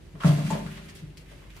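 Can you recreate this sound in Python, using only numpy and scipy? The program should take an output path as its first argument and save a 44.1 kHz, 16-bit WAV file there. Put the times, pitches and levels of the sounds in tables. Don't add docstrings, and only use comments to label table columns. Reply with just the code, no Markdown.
import sys
import numpy as np
from scipy import signal
from scipy.fft import rfft, irfft
from scipy.io import wavfile

SR = 44100
rng = np.random.default_rng(int(sys.argv[2]) if len(sys.argv) > 2 else 0)


def int16_out(signal):
    q = np.round(np.clip(np.atleast_2d(signal).T, -1, 1) * 32767)
    wavfile.write(sys.argv[1], SR, q.astype(np.int16))


N = 70560
TIME_S = np.arange(N) / SR
OPPOSITE_LR = np.array([[1], [-1]])


def amp(db):
    return 10 ** (np.asarray(db) / 20)


def unit_rms(x):
    return x / np.sqrt(np.mean(x ** 2) + 1e-20)


def unit_energy(x):
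    return x / np.sqrt(np.mean(np.sum(x ** 2, -1)) + 1e-20)


def at_hz(curve, hz):
    knots_hz, values = np.transpose(curve)
    return np.interp(np.log(hz + 1), np.log(knots_hz + 1), values)


def add(mix, start_s, sound):
    part = mix[..., max(round(start_s * SR), 0):][..., :sound.shape[-1]]
    part += sound[..., :part.shape[-1]]


def convolve(x, response):
    return signal.fftconvolve(np.atleast_2d(x), np.atleast_2d(response), axes=1)[:, :N]


def min_phase(db_at_hz, size=4096):
    hz = abs(np.fft.fftfreq(size, 1 / SR))
    log_gain = np.log(amp(np.maximum(db_at_hz(hz), -100)))
    spectrum = np.exp(np.conj(signal.hilbert(log_gain)))
    return unit_energy(np.fft.ifft(spectrum).real)


# f/Hz, correlation
CORRELATION = [(50, 0.86), (170, 0.93), (300, 0.63), (600, 0.29), (2000, 0.15), (14000, 0.017)]


def stereo_angle_rad(hz):
    return np.arccos(np.clip(at_hz(CORRELATION, hz), -1, 1)) / 2


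def correlate_lr(x):
    spectra = rfft(x)
    angle = stereo_angle_rad(np.fft.rfftfreq(x.shape[1], 1 / SR))
    mid, side = spectra[0] * np.cos(angle), spectra[1] * np.sin(angle)
    return irfft(np.array([mid + side, mid - side]), x.shape[1])


# f/Hz, relative level/dB
ROOM_SPECTRUM = [(15, -42), (36, -9.5), (48, 6), (62, -1), (95, 0), (160, -3), (240, -12.5), (320, -8),
                 (700, -22), (1200, -26), (2300, -28), (4500, -36), (10000, -46), (15000, -47)]


def room(noise_db=-49.5, hum_hz=48.7, hum_db=-48):
    white = correlate_lr(rng.standard_normal((2, N)))
    gain = amp(at_hz(ROOM_SPECTRUM, np.fft.rfftfreq(N, 1 / SR)))
    noise = unit_rms(irfft(rfft(white) * gain, N))
    return amp(noise_db) * noise + amp(hum_db) * np.sin(2 * np.pi * hum_hz * TIME_S)


# f/Hz, T60/s
TANK_DECAY = [(150, 0.78), (600, 0.5), (2000, 0.41), (6000, 0.11), (14000, 0.21)]


def tank_reverb(x, early_tau_s=0.009, early_db=-1, rise_s=0.0045):
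    hz, frame_s, spectra = signal.stft(rng.standard_normal((2, SR)), SR, nperseg=256)
    decay = amp(-60 * frame_s / at_hz(TANK_DECAY, hz)[:, None])
    tail = signal.istft(spectra * decay, SR, nperseg=256)[1][:, :SR]
    t = TIME_S[:SR]
    early = rng.standard_normal((2, SR)) * np.exp(-t / early_tau_s)
    response = (unit_energy(tail) + amp(early_db) * unit_energy(early)) * np.minimum(t / rise_s, 1)
    return convolve(x, unit_energy(correlate_lr(response)))


def crackle(spectrum, rate_per_s, spread_db):
    clicks = (rng.random(N) < rate_per_s / SR) * rng.choice([-1, 1], N)
    sizes = amp(spread_db * np.minimum(rng.exponential(1, N), 4))
    response = min_phase(lambda hz: at_hz(spectrum, hz))
    return unit_rms(convolve(clicks * sizes, response)[0])


def contact(centre_hz, width_oct, tau_s):
    def band_db(hz):
        offset = np.log2((hz + 1) / centre_hz) / width_oct
        return -14 * np.log10(1 + offset ** 2) - 20 * np.log10(1 + (hz / (5 * centre_hz)) ** 2)

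    t = TIME_S[:SR // 8]
    spectra = rfft(rng.standard_normal((2, len(t))) * np.exp(-t / tau_s))
    whitened = irfft(spectra / abs(spectra), len(t))
    burst = correlate_lr(whitened * np.exp(-t / (2 * tau_s)))
    return unit_energy(convolve(burst, min_phase(band_db))) * np.sqrt(0.02 * SR)


# t/s, length/s, relative level/dB
CLAW_STROKES = [(.70, 0.021, -44.5), (0.738, 0.026, -50), (0.847, .02, -48.5), (1.253, 0.082, -54.5),
                (1.369, 0.11, -57), (1.489, 0.021, -49), (1.542, 0.024, -51)]
# f/Hz, relative level/dB
SLIP_SPECTRUM = [(1000, -16.5), (2100, -2.5), (2500, -4.5), (3300, -9.5), (4500, -18), (7500, -21),
                 (15000, -24)]


def claw_scratches(dry_db=-11.5, wet_db=-3):
    pressure = np.zeros(N)
    for start_s, length_s, db in CLAW_STROKES:
        progress = np.arange(0, 1, 1 / (length_s * SR))
        add(pressure, start_s, amp(db) * np.sqrt(np.sin(np.pi * progress)))
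    slips = pressure * crackle(SLIP_SPECTRUM, rate_per_s=700, spread_db=3)
    return amp(dry_db) * slips + amp(wet_db) * tank_reverb(slips)


# t/s, relative level/dB, f/Hz, width/oct, extra direct gain/dB
GLASS_TICKS = [(0.2052, -41, 2880, 0.22, -14), (0.504, -36, 7300, 0.13, -5), (.512, -49, 7040, 0.097, -15),
               (0.7698, -42, 2310, .6, -12), (0.8846, -43.5, 2310, 0.82, -7), (0.897, -49, 5360, 0.35, -2),
               (.953, -48, 4630, 2.12, -1.5), (1.1044, -65, 2500, 0.3, 7), (1.1726, -45, 3610, 0.72, -1),
               (1.5041, -53, 2600, 0.33, 3.5), (1.566, -49, 3960, 1.8, -3)]


def glass_ticks(dry_db=-11.5, wet_db=-6):
    hits, snaps = np.zeros((2, 2, N))
    for start_s, db, hz, width_oct, direct_db in GLASS_TICKS:
        tick = amp(db) * contact(hz, width_oct, tau_s=0.00065)
        add(hits, start_s, tick)
        add(snaps, start_s, amp(direct_db) * tick[0])
    return amp(dry_db) * snaps + amp(wet_db) * tank_reverb(hits)


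# t/s, relative level/dB
GRAIN_ENVELOPE = [(0.0, -67.5), (0.178, -67.5), (0.262, -39), (0.328, -46.5), (0.454, -49.5), (0.502, -46),
                  (0.614, -54), (0.876, -60.5), (0.894, -59.5), (0.94, -64.5), (0.958, -53), (1.028, -65.5),
                  (1.166, -69.5), (1.172, -61.5), (1.27, -68.5), (1.304, -60.5), (1.46, -68.5), (1.6, -60)]
# f/Hz, relative level/dB
GRAIN_SPECTRUM = [(700, -16), (1400, -3.5), (2500, 0), (5000, -3.5), (7500, -7), (10500, -8.5),
                  (14000, -18.5), (15200, -30)]


def feed_grain(dry_db=-1.5, wet_db=2):
    impacts = np.array([crackle(GRAIN_SPECTRUM, rate_per_s=1800, spread_db=2.5) for side in "LR"])
    rustle = impacts * amp(np.interp(TIME_S, *np.transpose(GRAIN_ENVELOPE)))
    return amp(dry_db) * rustle + amp(wet_db) * tank_reverb(rustle)


# t/s, level/dB, f/Hz, rise/s
PLANK_TOCKS = [(.235, -26, 1350, .003), (.502, -26, 885, .008)]


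def plank_tocks(wet_db=-8):
    tocks, t = np.zeros((2, N)), TIME_S[:SR // 4]
    for start_s, db, hz, rise_s in PLANK_TOCKS:
        envelope = t / rise_s * np.exp(1 - t / rise_s)
        add(tocks, start_s, amp(db) * envelope * np.sin(2 * np.pi * hz * t))
    return tocks + amp(wet_db) * tank_reverb(tocks)


# t/s, relative level/dB, f/Hz, width/oct, decay/s
IMPACTS = [(.152, -39, 328, 1.7, 0.015), (0.2035, -28, 1200, 0.45, 0.022), (.236, -25, 1250, 0.68, 0.0028),
           (.2455, -18.5, 634, 0.45, 0.0046), (.268, -21, 463, 0.67, 0.0044),
           (.284, -40.5, 1480, 1.2, 0.023), (.303, -32, 627, 0.15, 0.018), (.378, -26.5, 576, 0.78, 0.027),
           (.464, -31.5, 1860, 0.7, 0.012), (.504, -27.5, 924, 0.16, 0.0066),
           (.507, -24.5, 534, 0.68, 0.013), (.528, -28, 1050, 1.4, 0.015), (.552, -28, 560, 0.39, 0.0034),
           (.664, -34.5, 1500, 0.55, 0.004), (.775, -38.5, 434, 2.4, 0.022),
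           (.855, -56, 1016, 0.63, 0.0037), (1.315, -42.5, 440, 1.2, 0.014), (1.415, -47, 936, 0.27, 0.023),
           (1.564, -44.5, 1020, 0.65, 0.016)]
# f/Hz, relative level/dB, T60/s
UPPER_MODES = [(428, -2, 0.86), (478.7, -11.5, 0.35), (579, 0, 0.62), (631.5, 0.5, 0.44), (688.7, 1, 0.51),
               (717, 0.5, 0.12), (853, -36, 0.16), (1040, -2, 0.57), (1123, 3.5, 0.2), (1280, -28, 0.15),
               (1410, -1, 0.52), (2145, -1, 0.59), (2408, 4.5, 0.72)]


def clacks(dry_db=-15.5, wet_db=-14, ring_db=-23.5):
    hits, ring, t = np.zeros((2, N)), np.zeros((2, SR)), TIME_S[:SR]
    for start_s, db, hz, width_oct, tau_s in IMPACTS:
        add(hits, start_s, amp(db) * contact(hz, width_oct, tau_s))
    for k, (hz, db, t60_s) in enumerate(UPPER_MODES):
        phase_rad = (-1) ** k * OPPOSITE_LR * np.pi / 4
        ring += amp(db - 60 * t / t60_s) * np.sin(2 * np.pi * hz * t + phase_rad)
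    ringing = convolve(hits[0], unit_energy(ring))
    return amp(dry_db) * hits + amp(wet_db) * tank_reverb(hits) + amp(ring_db) * ringing


# t/s, relative level/dB, corner f/Hz (higher is harder)
BLOWS = [(0.1395, -34, 102), (0.2442, -12, 155), (0.2788, -11.5, 108), (0.3752, -30, 368),
         (0.4406, -21, 108), (0.4783, -30, 371), (0.5201, -29.5, 570), (0.6443, -28.0, 112),
         (1.022, -30.5, 108)]
# f/Hz, relative level/dB, T60/s, signed gain
LOW_MODES = [(99, -13, 0.42, 0.77), (118.5, -19, 0.92, -0.93), (147.3, 3, 0.52, 0.8),
             (158.5, -11, 2.5, 0.68), (169.6, 9, 0.17, -0.73), (184.5, -10.5, 1.27, -0.68),
             (214.3, -9, 1.13, 0.81), (268, -14.5, 0.75, 0.97), (296.3, -5.5, 0.55, 0.9),
             (386.2, -16, 2.3, -0.53)]


def tank_boom(rise_s=0.00078, stereo_width=0.69, tilt_db=0.5):
    boom = np.zeros((2, N))
    for hz, mode_db, t60_s, signed_gain in LOW_MODES:
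        phase_rad = stereo_width * stereo_angle_rad(hz) * OPPOSITE_LR
        envelope = amp(mode_db - 60 * TIME_S / t60_s) * np.minimum(TIME_S / rise_s, 1)
        mode = signed_gain * envelope * np.sin(2 * np.pi * hz * TIME_S + phase_rad)
        for start_s, blow_db, corner_hz in BLOWS:
            add(boom, start_s, amp(blow_db) * mode / np.sqrt(1 + (hz / corner_hz) ** 4))
    return boom * amp(tilt_db * OPPOSITE_LR)


def scene():
    landing = tank_boom() + clacks() + plank_tocks()
    return landing + glass_ticks() + feed_grain() + claw_scratches() + room()


def record(dry):
    lowpass = signal.firwin(255, 15600, window=("kaiser", 9), fs=SR)
    return signal.oaconvolve(dry, lowpass[None], "same")


dry = scene()
out = record(dry)
int16_out(out)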